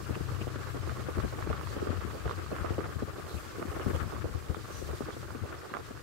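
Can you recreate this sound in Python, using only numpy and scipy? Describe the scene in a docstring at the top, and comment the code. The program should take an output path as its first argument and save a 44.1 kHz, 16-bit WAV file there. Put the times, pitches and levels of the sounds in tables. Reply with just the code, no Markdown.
"""Packed snow fractures under the tyres of a car creeping along a street at night, heard from inside. Each
break is an impulse that excites a resonance: slabs crunch, brittle crust cracks, and grains merge into a dense
crackle. Grains that slip instead squeak and creak, and loose snow hisses. Beneath the snow, ruts thud through
the rumbling body and the engine hums, easing off and then pulling again."""
import sys
import numpy as np
from scipy import signal
from scipy.fft import rfft, irfft
from scipy.io import wavfile

SR = 44100
rng = np.random.default_rng(int(sys.argv[2]) if len(sys.argv) > 2 else 0)


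def unload_wav(signal):
    """Save mono or channel-first audio to the path in sys.argv[1] as 16-bit WAV at rate SR, clipped to [-1, 1]."""
    wavfile.write(
        sys.argv[1],
        SR,
        np.round(np.clip(np.atleast_2d(signal).T, -1, 1) * 32767).astype(np.int16),
    )


N = 265658
TIME = np.arange(N) / SR
CRUNCH_NOTE_HZ = 394

# Levels in the tables are relative; each source adds its own trim.
# Body rumble. Each row: time in seconds, level in dB.
RUMBLE_LEVELS = [(0, -39.5), (1.2, -37), (2.0, -36), (2.4, -39.5), (2.85, -35.5), (3.25, -41), (3.65, -41),
                 (3.95, -33), (4.65, -39.5), (5.05, -38.5), (5.45, -41), (5.68, -50), (6.02, -41.5)]
# Engine running. Each row: time in seconds, firing rate in Hz, level in dB, throttle from 0 to 1.
ENGINE_STATES = [(0, 32.15, -39, 0.8), (.5, 31.07, -36.5, 0.88), (1.3, 30.33, -38, 0.98),
                 (1.6, 29.26, -44.5, .1), (2.1, 28.66, -45, 0.1), (2.7, 30.5, -49, 0.1),
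                 (3.4, 30.15, -57, 0.6), (5.2, 31.6, -68, 0), (6, 32.2, -51, 0.9)]
# Engine hum. Each row: multiple of the firing rate, level at idle in dB, level at full throttle in dB.
ENGINE_HARMONICS = [(2, -7, -16), (3, 1, -7), (4, -8.5, -2.5)]
# Ruts and lumps. Each row: time near the middle in seconds, length in seconds, left and right level in dB.
RUT_JOLTS = [(.104, 0.027, -28, -42), (.217, .026, -29.5, -52), (.318, 0.027, -37, -37),
             (0.409, 0.025, -33, -44), (0.475, 0.023, -39, -61), (.899, 0.025, -30.5, -58),
             (1.184, .035, -27, -49), (1.25, 0.038, -26.5, -63), (1.359, 0.024, -37, -68),
             (1.504, .026, -25.5, -46), (1.779, .026, -34, -59), (1.908, 0.025, -33, -53),
             (1.979, .05, -36, -50), (2.261, .022, -25, -34), (2.618, 0.027, -29.5, -66),
             (2.707, .026, -29.5, -61), (2.972, 0.024, -31.5, -63), (3.04, 0.035, -32.5, -62),
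             (3.366, .08, -33, -56), (3.877, 0.033, -26, -47), (3.95, 0.062, -28.5, -64),
             (4.045, 0.028, -30, -68), (4.248, .026, -36, -62), (4.354, 0.031, -28.5, -51),
             (4.503, .026, -24, -58), (4.91, 0.036, -32, -62), (5.43, .04, -31, -63)]
# Loose snow. Each row: time in seconds, level in dB, fine powder over coarse spray in dB.
SPRAY_LEVELS = [(0, -54.5, -0.1), (1.4, -55, -1), (2.4, -55.5, -0.6), (3.0, -57, -0.5), (3.4, -56.5, 1.5),
                (3.85, -55.5, 2), (4.35, -57, 0), (4.7, -56, .5), (5.05, -54.5, 0.8), (5.5, -57, -1.5),
                (6.02, -57.5, -0.5)]
# Swells of the hiss. Each row: middle in seconds, width in seconds, rise in dB.
SPRAY_SWISHES = [(1.72, 0.12, 2.5), (3.36, 0.18, 3), (3.957, 0.16, 2.5), (4.761, 0.16, 3.5)]
# Cold grains rubbing. Each row: middle in seconds, half-height width in seconds, pitch in Hz, level in dB.
GRAIN_SQUEAKS = [(0.151, 0.02, 2620, -48), (0.42, 0.018, 2650, -46), (1.525, 0.018, 3400, -57),
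                 (1.691, 0.075, 4330, -60), (2.307, .03, 3800, -54), (3.184, .03, 4000, -59),
                 (3.317, 0.067, 3960, -56), (3.38, 0.027, 2600, -53), (3.821, 0.018, 2760, -50.5),
                 (3.954, 0.018, 2950, -50.5), (4.552, 0.034, 3500, -58), (5.135, 0.026, 3500, -56),
                 (5.756, 0.036, 1250, -46.5)]
# Crackle, following the firmness of the snow. Each row: time in seconds, level in dB.
CRACKLE_LEVELS = [(0, -44), (1.0, -44), (1.25, -43), (1.7, -42.5), (2.2, -43.5), (2.8, -42.5), (2.95, -45),
                  (3.55, -45), (3.95, -41.5), (4.35, -46.5), (5.05, -45.5), (5.3, -47), (5.6, -44.5),
                  (6.02, -48.5)]
# Crust snapping at the near, right wheel. Each row: start in seconds, level in dB.
CRUST_SNAPS = [(0.154, -36.5), (0.559, -38), (.894, -33), (1.182, -35), (1.199, -33), (1.33, -40),
               (1.39, -37.5), (1.424, -33), (1.474, -48), (1.512, -37), (1.528, -29.5), (1.611, -35),
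               (1.671, -34.5), (1.871, -35.5), (2.277, -34), (2.294, -31), (2.31, -29), (2.389, -38.5),
               (2.462, -39), (2.563, -33), (2.584, -36), (2.647, -34.5), (2.66, -35), (2.805, -34),
               (2.842, -37), (3.625, -33.5), (3.796, -34), (3.961, -35), (3.999, -48), (4.164, -38),
               (4.545, -32.5), (5.105, -37), (5.305, -37.5), (5.738, -29), (5.748, -33), (5.768, -29.5),
               (5.974, -43)]
# Slabs collapsing. Each row: start in seconds, nominal length in seconds, left and right level in dB.
SLAB_COLLAPSES = [(0.092, 0.018, -30.5, -35.5), (0.159, 0.02, -36.5, -40), (.202, .013, -33.5, -37),
                  (0.41, 0.013, -33.5, -44), (0.467, .013, -34.5, -36), (0.554, 0.01, -35, -39.5),
                  (0.742, 0.031, -37, -40.5), (.87, 0.0072, -37, -35.5), (0.911, .014, -47, -41),
                  (0.984, 0.023, -41.5, -48), (1.082, 0.014, -32.5, -32.5), (1.167, 0.023, -30, -34.5),
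                  (1.232, 0.025, -34.5, -35.5), (1.323, .017, -58, -38), (1.382, .028, -49, -38.5),
                  (1.467, 0.012, -32, -41), (1.498, 0.014, -35, -30.5), (1.761, .02, -35.5, -35.5),
                  (1.815, 0.014, -29.5, -31), (1.866, 0.012, -30, -34), (1.894, .013, -27.5, -44),
                  (1.926, .012, -35, -36.5), (2.046, 0.0094, -31, -54), (2.129, .028, -45, -39.5),
                  (2.253, 0.015, -34.5, -32.5), (2.3, 0.012, -41, -38.5), (2.513, 0.018, -33.5, -32),
                  (2.641, 0.017, -37.5, -32), (2.701, .023, -33.5, -33.5), (2.778, 0.02, -29, -31),
                  (2.855, 0.01, -50, -37), (2.956, 0.0093, -37, -43), (3.02, .014, -28.5, -32.5),
                  (3.074, .02, -46, -40), (3.179, 0.02, -40, -42.5), (3.58, 0.018, -34.5, -39),
                  (3.616, .013, -36, -34), (3.651, 0.0078, -31.5, -43), (3.713, 0.025, -43, -40),
                  (3.762, .014, -36.5, -34), (3.795, .022, -40, -37.5), (3.858, 0.025, -30, -33.5),
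                  (3.89, 0.025, -32, -33), (3.93, 0.031, -44, -36), (4.119, 0.014, -44, -37),
                  (4.24, .019, -33.5, -32.5), (4.344, 0.016, -37.5, -38), (4.501, 0.019, -37.5, -40),
                  (4.565, 0.015, -35.5, -44), (4.814, 0.012, -33.5, -44), (4.885, 0.025, -42, -38),
                  (4.927, 0.014, -38.5, -36.5), (5.003, 0.018, -31.5, -35), (5.081, 0.013, -36.5, -36.5),
                  (5.163, .012, -40.5, -39.5), (5.345, .022, -37, -46), (5.433, 0.029, -43, -40),
                  (5.628, 0.016, -51, -43), (5.708, .017, -43, -54), (5.745, .027, -44, -39.5),
                  (5.784, 0.023, -44, -42.5), (5.905, 0.011, -37, -42)]
# Frequency responses, one to a source. Each row: frequency in Hz, left and right gain in dB.
RUMBLE_SPECTRUM = [(15, -27.5, -29), (38, -14, -44), (60, -2, -41), (85, 4, -55), (126, -2.5, -28),
                   (170, -9.5, -29), (257, -16, -59), (477, -30, -32), (940, -30, -60), (2000, -79, -79)]
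THUD_SPECTRUM = [(12, -15, -7), (33, -18, -1), (54.7, -3.5, -1), (80.5, 4.5, 1), (117, -2.5, 15),
                 (187, -11.5, 6), (300, -21.5, -27), (770, -43, -57), (2500, -71, -91)]
HISS_SPECTRUM = [(400, -12, -48), (1480, -4.5, 8), (3070, -3, -3), (4640, 0, 0.5), (5500, -2, -2.5),
                 (7600, -2, -3), (9140, -4, -7), (10100, -9, -7.5), (11900, -6, -6.5), (15500, -10, -11.5)]
CRACKLE_SPECTRUM = [(97, -12.5, -28.5), (249, -20.5, -18), (312.4, -1.5, 0), (484, -16.5, -2),
                    (700, -13, -10), (962, -14.5, -12), (1136, -3, -4), (1500, -5.5, -12),
                    (2300, -18.5, -24), (3230, -23.5, -29), (8300, -57.5, -45)]
CRACK_SPECTRUM = [(150, -36, -17), (400, -29, -4), (970, -2, -3), (1195, 2, 3.5), (1640, -5, -4.5),
                  (2240, -7, -9.5), (3860, -18, -25.5), (12000, -35, -40)]
CRUNCH_SPECTRUM = [(50, -16, -21), (140, 1, -22.5), (264, 1.5, -6.5), (333, 0.5, 2.5), (510, -5, -1.5),
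                   (638, -10, -5), (970, -18, -10), (1220, -21, -6), (2150, -37, -31), (4000, -42, -37),
                   (12000, -60, -68)]


def gain_of(db):
    """Amplitude grows tenfold for every 20 dB."""
    return 10 ** (np.asarray(db) / 20)


def unit_rms(x):
    """Normalisation to a mean power of one."""
    return x / np.sqrt(np.mean(x ** 2) + 1e-20)


def curves(table):
    """Linear interpolation of each column over time."""
    s, *columns = np.transpose(table)
    return [np.interp(TIME, s, column) for column in columns]


def swell(s, width):
    """A Gaussian envelope of height one, centred on time s."""
    return np.exp(-(2 * (TIME - s) / width) ** 2)


def add(mix, s, sound):
    """Superposition: a stereo sound joins the mix at time s."""
    part = mix[:, max(0, round(s * SR)):][:, :sound.shape[1]]
    part += sound[:, :part.shape[1]]


def wander(rate_hz):
    """Low-passed noise of rms one, for slow random modulation."""
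    hz = np.fft.rfftfreq(N, 1 / SR)
    return unit_rms(irfft(rfft(rng.standard_normal(N)) / (1 + (hz / rate_hz) ** 4), N))


def impulses(per_s, spread_db, size):
    """A Poisson train of breaks or slips: most are small, a few large."""
    strength = gain_of(spread_db * np.minimum(rng.exponential(1, size), 4))
    return strength * rng.choice([-1, 1], size) * (rng.random(size) < per_s / SR)


def resonance(x, hz, quality):
    """A resonator of peak gain one; its bandwidth is its frequency over its quality."""
    return signal.lfilter(*signal.iirpeak(hz, quality, fs=SR), x)


def impulse_response(spectrum, size=8192):
    """Minimum phase: the Hilbert transform of the log gain gives each side a causal response."""
    hz, *sides_db = np.transpose(spectrum)
    log_bin_hz = np.log(abs(np.fft.fftfreq(size, 1 / SR)) + 1)
    log_gain = np.log(gain_of([np.interp(log_bin_hz, np.log(hz), side) for side in sides_db]))
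    transfer = np.exp(np.conj(signal.hilbert(log_gain)))
    return np.fft.ifft(transfer).real[:, :size // 2]


def coloured(x, spectrum):
    """Convolution imposes a spectrum on a whole track; the result has rms one."""
    return unit_rms(signal.oaconvolve(x, impulse_response(spectrum), axes=1)[:, :N])


def strike(force, body, sides_db, length):
    """Forced response of a body; each side carries the energy of its level held for the length."""
    sound = signal.fftconvolve(force, body, axes=1)
    sound /= np.linalg.norm(sound, axis=1, keepdims=True) + 1e-12
    return sound * np.sqrt(length * SR) * gain_of(sides_db)[:, None]


def rumble(level_db, trim_db=-3, lumpy_db=2):
    """Random forcing makes the body drone unevenly on its springs, mostly on the left."""
    drive = rng.standard_normal((2, N)) * gain_of(lumpy_db * wander(21))
    return gain_of(level_db + trim_db) * coloured(drive, RUMBLE_SPECTRUM)


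def engine(right_db=-25, waver=0.0078):
    """Periodic firing gives low harmonics that boom in the cabin; throttle brings out the fourth."""
    firing_hz, level_db, throttle = curves(ENGINE_STATES)
    cycles = np.cumsum(firing_hz * (1 + waver * wander(3.1))) / SR
    hum = np.zeros(N)
    for multiple, idle_db, driven_db in ENGINE_HARMONICS:
        amplitude = np.sqrt(2) * gain_of(idle_db + throttle * (driven_db - idle_db))
        hum += amplitude * np.sin(2 * np.pi * (multiple * cycles + rng.random()))
    return gain_of(level_db) * hum * gain_of([[0], [right_db]])


def thuds(lead_share=0.62, trim_db=-1):
    """Shock excitation: each rut gives a short rough shove that the body answers with a deep boom."""
    out, body = np.zeros((2, N)), impulse_response(THUD_SPECTRUM)
    for s, length, *sides_db in RUT_JOLTS:
        shove = signal.windows.hann(int(length * SR))
        force = shove * rng.standard_normal((2, len(shove)))
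        add(out, s - lead_share * length, strike(force, body, np.add(sides_db, trim_db), length))
    return out


def hiss(trim_db=1.27, shared=0.45, split_hz=7000, coarse_flicker_db=1.48, fine_flicker_db=1.14):
    """Spray off the wheels sums to noise: coarse grains partly correlated between sides, powder not."""
    level_db, powder_db = curves(SPRAY_LEVELS)
    swish_db = sum(rise_db * swell(s, width) for s, width, rise_db in SPRAY_SWISHES)
    coarse = unit_rms(rng.standard_normal((2, N)) + shared * rng.standard_normal(N))
    coarse *= gain_of(coarse_flicker_db * wander(18))
    fine = unit_rms(impulses(per_s=11000, spread_db=3.5, size=(2, N)))
    fine *= gain_of(fine_flicker_db * np.array([wander(23), wander(22)]))
    fine *= gain_of(powder_db + 0.64 * wander(5))  # powder comes in puffs
    low_pass = signal.butter(2, split_hz, "low", fs=SR)
    high_pass = signal.butter(2, split_hz, "high", fs=SR)
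    spray = signal.lfilter(*low_pass, coarse) + signal.lfilter(*high_pass, fine)
    return gain_of(level_db + swish_db + trim_db) * coloured(spray, HISS_SPECTRUM)


def whistle(level_db=-54):
    """A narrow resonance picks a thin tone out of noise during the strongest swish."""
    tone = unit_rms(resonance(rng.standard_normal((2, N)), hz=5990, quality=18))
    return gain_of(level_db) * swell(s=4.77, width=0.12) * tone


def creaks(level_db, notes_hz, per_s, spread_db, quality, db_per_octave):
    """Stick-slip of single grains: each slip rings one of a set of notes, the higher ones fainter."""
    out = np.zeros((2, N))
    for hz in notes_hz:
        slips = impulses(per_s, spread_db, size=(2, N))
        out += gain_of(db_per_octave * np.log2(hz / notes_hz[0])) * resonance(slips, hz, quality)
    return gain_of(level_db) * unit_rms(out)


def squeaks(quality=3.7):
    """Stick-slip in quick runs: many slips between grains ring in one narrow band."""
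    out = np.zeros((2, N))
    for s, width, hz, db in GRAIN_SQUEAKS:
        press = signal.windows.hann(int(2 * width * SR))
        slips = impulses(per_s=5000, spread_db=4.4, size=(2, len(press)))
        squeak = unit_rms(resonance(resonance(slips, hz, quality), hz, quality))
        add(out, s - width, gain_of(db) * press * squeak)
    return out


def crackle(level_db, trim_db=-1.5, left_db=-2, far_clump_db=4, near_clump_db=5, crosstalk=0.29):
    """Impulse density sets texture: grains crushed by the far wheels blur, those at the near one tick."""
    far = unit_rms(impulses(per_s=5000, spread_db=2.3, size=N) * gain_of(far_clump_db * wander(23)))
    near = impulses(per_s=1400, spread_db=2.7, size=N)
    # A clump can bear only so much load, which caps its loudness.
    near = unit_rms(near * gain_of(near_clump_db * np.minimum(wander(31), 1)))
    sides = np.array([gain_of(left_db) * (far + crosstalk * near), near])
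    return gain_of(level_db + trim_db) * coloured(sides, CRACKLE_SPECTRUM)


def crumbs(level_db, left_db=-9, right_db=-7, clump_db=7):
    """Small clods fail in random clusters and excite the same damped resonance as the slabs."""
    breaks = impulses(per_s=500, spread_db=2, size=(2, N))
    breaks *= gain_of(clump_db * np.minimum(wander(16), 1))
    muffled = coloured(resonance(breaks, CRUNCH_NOTE_HZ, quality=0.8), CRUNCH_SPECTRUM)
    return gain_of(level_db) * gain_of([[left_db], [right_db]]) * muffled


def cracks(length_s=0.0035, left_db=-12, right_db=1.5, splinter=0.22, decay_s=0.0074, direct=0.64):
    """Brittle fracture: one snap and a few splinters ring a plate of crust at its own frequency."""
    out, body = np.zeros((2, N)), impulse_response(CRACK_SPECTRUM)
    t = np.arange(SR // 60) / SR
    for s, db in CRUST_SNAPS:
        breaks = splinter * impulses(per_s=2400, spread_db=1.4, size=(2, len(t))) * np.exp(-t / decay_s)
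        breaks[:, 0] += 1  # the snap itself
        force = direct * breaks + resonance(breaks, hz=rng.uniform(800, 1650), quality=2)
        add(out, s + 0.001033, strike(force, body, [db + left_db, db + right_db], length_s))
    return out


def crunches(stretch=1.32, debris_share=0.27, debris_decay_s=0.023, main_share=0.58, main_at_s=0.00494,
             lean_db=14.5, direct=0.35, trim_db=0.06):
    """Avalanche fracture: a slab fails in one main break amid many small ones, then debris trails off."""
    out, body = np.zeros((2, N)), impulse_response(CRUNCH_SPECTRUM)
    t = np.arange(SR // 10) / SR
    for s, length, left_db, right_db in SLAB_COLLAPSES:
        # The note lies up to an octave lower for a slab on the left, higher for one on the right.
        note_hz = CRUNCH_NOTE_HZ * 2 ** np.tanh((right_db - left_db) / lean_db)
        collapse = signal.windows.tukey(int(stretch * length * SR), 0.5)
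        debris = debris_share * (t > length) * np.exp(-(t - length) / debris_decay_s)
        load = np.maximum(np.pad(collapse, (0, len(t) - len(collapse))), debris)
        breaks = load * impulses(per_s=1900, spread_db=4, size=(2, len(t)))
        main_break = main_share * np.linalg.norm(breaks, axis=1) * rng.choice([-1, 1], size=2)
        breaks[:, int(main_at_s * SR)] += main_break
        force = direct * breaks + resonance(breaks, note_hz, quality=0.99)
        add(out, s - 0.00096, strike(force, body, [left_db + trim_db, right_db + trim_db], length))
    return out


def scene():
    """Superposition of the car's low sounds and the snow breaking and rubbing under its tyres."""
    (rumble_db,), (snow_db,) = curves(RUMBLE_LEVELS), curves(CRACKLE_LEVELS)
    car = rumble(rumble_db) + engine() + thuds()
    breaking = crunches() + crumbs(snow_db) + cracks() + crackle(snow_db)
    high_creaks = creaks(snow_db - 19, notes_hz=np.geomspace(2299, 5397, 24),
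                         per_s=7, spread_db=3, quality=84, db_per_octave=-4)
    squeaking = squeaks()
    low_creaks = creaks(snow_db - 14, notes_hz=np.geomspace(1100, 3300, 16),
                        per_s=14, spread_db=4, quality=16, db_per_octave=-8)
    return car + breaking + high_creaks + squeaking + low_creaks + hiss() + whistle()


def record(dry, cutoff_hz=15780):
    """Band limiting: a linear-phase low-pass filter removes the highest treble."""
    low_pass = signal.firwin(1023, cutoff_hz, window=("kaiser", 9), fs=SR)
    return signal.oaconvolve(dry, low_pass[None], "same", axes=1)


dry = scene()
out = record(dry)
unload_wav(out)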